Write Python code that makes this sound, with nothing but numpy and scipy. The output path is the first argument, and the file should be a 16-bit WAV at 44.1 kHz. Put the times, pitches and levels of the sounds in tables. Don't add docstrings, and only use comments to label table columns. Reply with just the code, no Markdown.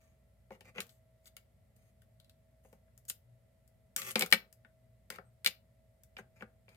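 import sys
import numpy as np
from scipy import signal
from scipy.fft import rfft, irfft, next_fast_len
from scipy.io import wavfile
from scipy.ndimage import map_coordinates

SR = 44100
rng = np.random.default_rng(int(sys.argv[2]) if len(sys.argv) > 2 else 0)


def bounce(signal):
    frames = np.transpose(np.atleast_2d(signal))
    limited = np.clip(frames, -1, 1)
    pcm = np.round(limited * 32767).astype(np.int16)
    wavfile.write(sys.argv[1], SR, pcm)


N = 298116
TIME = np.arange(N) / SR
BLOW_TIME = np.arange(SR // 7) / SR


def amp(db):
    return 10 ** (np.asarray(db) / 20)


def unit(x, size=None):
    return x / np.sqrt(np.mean(x[..., :size] ** 2) + 1e-20)


def along(points, hz):
    point_hz, values = np.transpose(points)
    return np.interp(np.log(hz + 1), np.log(point_hz), values)


def wobble(rate):
    return map_coordinates(rng.standard_normal(int(N * rate / SR) + 4), [TIME * rate])


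def filtered(x, response):
    size = next_fast_len(N + SR // 4)
    return irfft(rfft(x, size) * response(np.fft.rfftfreq(size, 1 / SR)), size)[..., :N]


def band(x, edges):
    return signal.sosfilt(signal.butter(3, edges, 'band', fs=SR, output='sos'), x)


def stereo_noise(size, apart):
    return unit(rng.standard_normal(size) + apart * rng.standard_normal((2, size)))


def add(track, start_s, x):
    part = track[:, max(round(start_s * SR), 0):][:, :x.shape[1]]
    part += x[:, :part.shape[1]]


# frequency in Hz, level in dB.
HUM_PARTIALS = [(59.2, -74), (177.6, -88.5), (559.9, -89.5), (646, -79), (1351, -101), (2013, -99)]
# peak time in seconds, half width in seconds, level in dB.
DRONE_SWELLS = [(3.321, 0.072, -62.5), (4.08, 0.076, -68.5), (4.87, 0.067, -70.5), (5.28, 0.072, -68)]
# frequency in Hz, relative density in dB.
RUMBLE_SPECTRUM = [(15, -47), (27, -26.5), (38, -15.5), (52, -7.5), (85, 0), (124, 1.5), (156, -11),
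                   (240, -9), (300, -35.5), (500, -69)]
HISS_SPECTRUM = [(120, -31), (250, -18.5), (330, -19.5), (430, -16.5), (560, -13), (650, -8.5),
                 (720, -18.5), (950, -26.5), (1550, -30), (1950, -24), (2500, -30.5), (6000, -36),
                 (13000, -36), (16000, -36.5)]

def room_tone(drone_hz=118.4, drone_db=-77, rumble_db=-70, hiss_db=-77):
    hum = sum(amp(db + 2.1 * wobble(3.8)) * np.sqrt(2) * np.sin(2 * np.pi * hz * TIME + 0.21 * wobble(4))
              for hz, db in HUM_PARTIALS)
    swells = sum(amp(db) * np.exp(-((TIME - peak) / width) ** 2) for peak, width, db in DRONE_SWELLS)
    drone_gain = amp(drone_db + wobble(4.2)) + swells
    drone = drone_gain * unit(np.sin(2 * np.pi * drone_hz * TIME + 0.78 * wobble(12)))
    rumble = unit(filtered(stereo_noise(N, apart=0.34), lambda hz: amp(along(RUMBLE_SPECTRUM, hz))))
    rumble *= amp(rumble_db + 1.03 * wobble(4))
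    hiss = unit(filtered(stereo_noise(N, apart=2.8), lambda hz: amp(along(HISS_SPECTRUM, hz))))
    return hum + drone * amp([[1.5], [-1.5]]) + rumble + amp(hiss_db) * hiss


# frequency in Hz, t60 in seconds.
ROOM_DECAY = [(150, .27), (600, 0.3), (2000, 0.18), (5000, 0.19), (9000, 0.13), (16000, .25)]
# frequency in Hz, side to mid ratio.
ROOM_WIDTH = [(250, 0.16), (600, 0.39), (1500, 1)]

def in_room(x, early_db, tail_db):
    hz, frame_s, spectra = signal.stft(rng.standard_normal((2, SR // 3)), SR, nperseg=256)
    tail = signal.istft(spectra * amp(-60 * frame_s / along(ROOM_DECAY, hz)[:, None]), SR, nperseg=256)[1]
    t = np.arange(tail.shape[1]) / SR
    onset = 1 - np.exp(-(t / 0.0043) ** 2)
    early = rng.standard_normal(tail.shape) * amp(-60 * t / 0.065)
    echoes = amp(early_db) * unit(early * onset) + amp(tail_db) * unit(tail * onset)
    mid, side = echoes / np.sqrt(2 * len(t))
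    side = irfft(rfft(side) * along(ROOM_WIDTH, np.fft.rfftfreq(len(t), 1 / SR)), len(t))
    response = np.array([mid + side, mid - side])
    response[:, 0] = 1
    return signal.fftconvolve(x, response, axes=1)


def placed(x, pan_db, lead_samples=6):
    left, right = np.pad(x[0], (0, lead_samples)), np.pad(x[1], (lead_samples, 0))
    return np.array([left, right]) * amp([[pan_db / 2], [-pan_db / 2]])


def squeak(start=5.245, length=0.058, pitch_hz=8300, db=-87):
    progress = np.clip((TIME - start) / length, 0, 1)
    envelope = np.clip(2 * np.sin(np.pi * progress), 0, 1)
    return amp(db) * envelope * unit(np.sin(2 * np.pi * pitch_hz * TIME + 1.2 * wobble(400)))


def ring(modes, detune, spread):
    hz, db, t60 = np.transpose(modes)[:, :, None]
    hz = hz * np.exp(detune * rng.standard_normal(hz.shape))
    phase = rng.uniform(0, 2 * np.pi, hz.shape) + spread * rng.standard_normal((2, len(hz), 1))
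    envelope = amp(db + 2 * rng.standard_normal(hz.shape) - 60 * BLOW_TIME / t60)
    return unit((envelope * np.sin(2 * np.pi * hz * BLOW_TIME + phase)).sum(axis=1), size=220)


# frequency in Hz, relative level in dB, t60 in seconds.
PLATE_MODES = [(175, -6.5, 0.12), (213.9, -3.5, 0.11), (394, -3, 0.065), (482, -3.5, 0.066),
               (533.2, 1.5, 0.063), (670, -6, 0.03), (751, -4.5, 0.06), (861, 0.5, 0.039),
               (1060, -3.5, 0.047)]
# low edge in Hz, high edge in Hz.
REGISTERS = [(150, 1100), (1200, 1900), (1900, 2900), (2900, 5000), (5200, 16000)]

def strike(modes, ring_db):
    burst = stereo_noise(len(BLOW_TIME), apart=1) * amp(-60 * BLOW_TIME / 0.018)
    crack = unit(burst * (1 - np.exp(-BLOW_TIME / 0.000067)), size=220)
    shell = crack + amp(ring_db) * ring(modes, detune=0.008, spread=0.91)
    plate = ring(PLATE_MODES, detune=0.021, spread=0.097) * (1 - np.exp(-BLOW_TIME / 0.0025))
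    knock = unit(band(plate + amp(-7.5) * crack, REGISTERS[0]), size=800)
    return [knock] + [unit(band(shell, edges), size=220) for edges in REGISTERS[1:]]


def tilted(db_per_octave, pivot):
    octaves = np.log2(np.prod(REGISTERS, axis=1)) / 2
    return db_per_octave * (octaves - octaves[pivot])


# frequency in Hz, relative level in dB, t60 in seconds.
RIM_MODES = [(1165, -5, .03), (1830, -3.5, 0.014), (2098, 0, .015), (2370, -0.5, 0.017), (3730, -7.5, .02),
             (4550, -5, 0.0067), (5400, -11.5, 0.0073), (6540, -2, 0.025), (8600, -8.5, 0.014)]
# an offset in dB for each register, low to high.
SCRAPE_COLOUR = (-1.5, -0.1, 2.5, -3.5, -1.27)
# start and end in seconds, level in dB, brightness in dB per octave,
# swell over the stroke in dB.
SCRAPES = [(0, 0.174, -83, 1.5, -18), (0.508, 0.564, -68.5, -2, -13.5), (0.644, 0.703, -67.5, -2, 0),
           (0.743, 0.797, -55, -3, 12.5), (0.812, 0.838, -65, 4, -17), (0.894, 0.993, -83.5, 5.5, -18),
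           (1.22, 1.28, -73, 5.5, 40), (1.753, 1.906, -85.5, 2.5, -3), (2.631, 2.764, -89, 6.5, -9),
           (3.078, 3.093, -71, 14.5, 25), (3.973, 4.005, -47.5, 3.5, -2.5), (3.999, 4.116, -50, 2, 7),
           (4.162, 4.242, -49, -1.8, 0), (5.11, 5.163, -60, -0.9, -3.5), (6.176, 6.203, -61.5, -0.5, -8.5),
           (6.354, 6.425, -74, -1.6, 3), (6.682, 6.763, -76, -1.5, -4.5)]

def scraping(slips_per_s=480, uneven_db=1.5, fade_s=0.0059):
    out = np.zeros((2, N))
    for start, end, level_db, brightness, swell_db in SCRAPES:
        register_db = level_db + np.array(SCRAPE_COLOUR) + tilted(brightness, pivot=2)
        register_db[2] += 2 * max(-brightness, 0)
        t = np.arange(max(round((end - start) * SR), 300)) / SR
        slips = (rng.random(len(t)) < slips_per_s / SR) * amp(uneven_db * rng.standard_normal(len(t)))
        pressure = amp(swell_db * t / t[-1]) * np.clip(np.minimum(t, t[-1] - t) / fade_s, 0, 1)
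        friction = (slips + 0.04016 * rng.standard_normal(len(t))) * pressure
        registers = [unit(signal.fftconvolve(friction[None], part, axes=1), size=len(t))
                     for part in strike(RIM_MODES, ring_db=-2.5)]
        rasp = sum(amp(db) * part for db, part in zip(register_db, registers))
        add(out, start, amp(-4) * in_room(placed(rasp, pan_db=3), early_db=-5, tail_db=-12))
    return out


# frequency in Hz, relative level in dB, t60 in seconds.
SHELL_MODES = [(1444, 0.5, 0.024), (1573, -5, .04), (1795, -8, 0.032), (2230, -0.5, .04),
               (2309, -4.5, 0.055), (2626, -0.5, 0.023), (2900, -9.5, 0.013), (3596, 2, 0.019),
               (4078, -4, .035), (4780, 1.5, 0.0086), (5280, -13, 0.035), (7383, -8, .05),
               (10400, -6.5, 0.036), (11980, -2, .03)]

def contact(register_db, ping_hz, t60, pan_db, firm_db=-13.5):
    knock_db, *shell_db = register_db
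    knock, *registers = strike(SHELL_MODES, ring_db=-7.5)
    shell = sum(amp(db) * part for db, part in zip(shell_db, registers))
    ping_db = np.interp(ping_hz, np.mean(REGISTERS[1:], axis=1), shell_db) - 6
    damping = 1 + (ping_hz / 7000) ** 2
    ping = amp(ping_db) / damping * ring([(ping_hz, 0, t60 / damping)], detune=0, spread=0.6)
    blow = placed(shell + ping, pan_db) + placed(amp(knock_db - 1.5) * knock, pan_db=3)
    lightness_db = firm_db - max(shell_db)
    return amp(-1) * in_room(blow, early_db=-9, tail_db=-16 + 0.1533 * lightness_db)


# start in seconds, level in dB, strongest mode in Hz.
KNOCKS = [(0.506, -59, 490), (2.649, -73, 740), (2.728, -70, 530), (2.88, -84, 1680), (5.185, -55, 1254),
          (6.186, -54.5, 1550), (6.408, -60.5, 2290), (6.423, -52.5, 1660), (6.681, -69.5, 2600)]
TICKS = [(0.867, -72, 6600), (0.893, -65, 4200), (1.257, -65.5, 4700), (1.277, -69, 4300),
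         (1.3666, -51, 2840), (1.764, -77, 8700), (2.019, -69.5, 1790), (2.1998, -67.5, 4040),
         (2.245, -73, 4120), (2.2958, -67, 4600), (2.728, -75.5, 7240), (2.9767, -67, 12200),
         (3.052, -72, 6700), (3.085, -55, 5140), (3.677, -76.5, 8800), (4.1154, -52, 8900),
         (4.176, -58.5, 12000), (4.3033, -62.5, 7400), (4.5266, -65.5, 12000), (6.035, -67.5, 7320),
         (6.691, -71, 3250), (6.747, -75.5, 3370)]
# an offset in dB for each register, low to high.
KNOCK_COLOUR = (4.5, 1, 0.5, -11, -18.5)
TICK_COLOUR = (-19.5, -9.5, -8.5, -3, 0)

def light_touches(own_register_db=7.5):
    out = np.zeros((2, N))
    for touches, colour, t60, pan_db in (KNOCKS, KNOCK_COLOUR, 0.02, 4), (TICKS, TICK_COLOUR, 0.055, 5):
        for start, level_db, ping_hz in touches:
            own_register = np.array([low <= ping_hz < high for low, high in REGISTERS])
            register_db = level_db + np.array(colour) + own_register_db * own_register
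            add(out, start, contact(register_db, ping_hz, t60, pan_db))
    return out


# start in seconds, level in dB, brightness in dB per octave,
# boost of the free ring in dB, plate knock relative to the level in dB, strongest mode in Hz.
CLACKS = [(0.6076, -62, -0.4, 3, 0.5, 2450), (0.782, -43.5, -17.5, 17.5, -4, 2420),
          (0.804, -46, 2.5, 3, -15, 1850), (3.0984, -52.5, 7, 3.5, -11, 8070),
          (3.9628, -42.5, 5, -2, -13, 7750), (4.018, -49, 1.3, 6, -15, 2200),
          (4.1086, -58, 5.5, 5, -1.5, 8400), (4.1563, -32, -2, 7, 0.5, 2400),
          (4.1936, -49, 7.5, 2, -1.5, 2193), (4.209, -40.5, 2, 7.5, -1.5, 2297),
          (4.222, -37, 1.2, 6.5, -0.5, 2250), (4.2611, -46, 0.7, -3.5, -17.5, 2300),
          (4.3134, -56, 3.5, 3.5, -2.5, 2238), (4.3246, -21.5, -2, 7.5, -13.5, 1438),
          (4.3335, -30, -0.2, -2, -7, 2192), (4.6481, -58, -14.5, 3.5, -11, 1560),
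          (5.1021, -42, -0.7, -1, -10, 6340), (5.1589, -59.5, -0.5, 2.5, -17, 1310),
          (5.4459, -44, 1.5, 3.5, -15, 2350), (5.461, -35, 2, 11, -16, 2950),
          (5.473, -43, 3.5, 6, -7.5, 5090), (6.167, -51, -7, 8.5, -9, 2378)]

def clacking():
    out = np.zeros((2, N))
    for start, level_db, brightness, free_db, knock_db, ping_hz in CLACKS:
        register_db = level_db + tilted(brightness, pivot=1)
        register_db[0] = level_db + knock_db
        register_db[2:4] += free_db
        add(out, start, contact(register_db, ping_hz, t60=0.051, pan_db=4))
    return out


def scene():
    return clacking() + light_touches() + scraping() + squeak() + room_tone()


# frequency in Hz, gain in dB.
MICROPHONE_EQ = [(1000, 0), (5000, 0), (6200, -1), (7800, 3), (10500, 2.5), (13500, 3.5), (16000, -7)]

def record(dry, top_hz=16100):
    coloured = filtered(dry, lambda hz: amp(along(MICROPHONE_EQ, hz)))
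    return filtered(coloured, lambda hz: 1 / np.sqrt(1 + (hz / top_hz) ** 200))


dry = scene()
out = record(dry)
bounce(out)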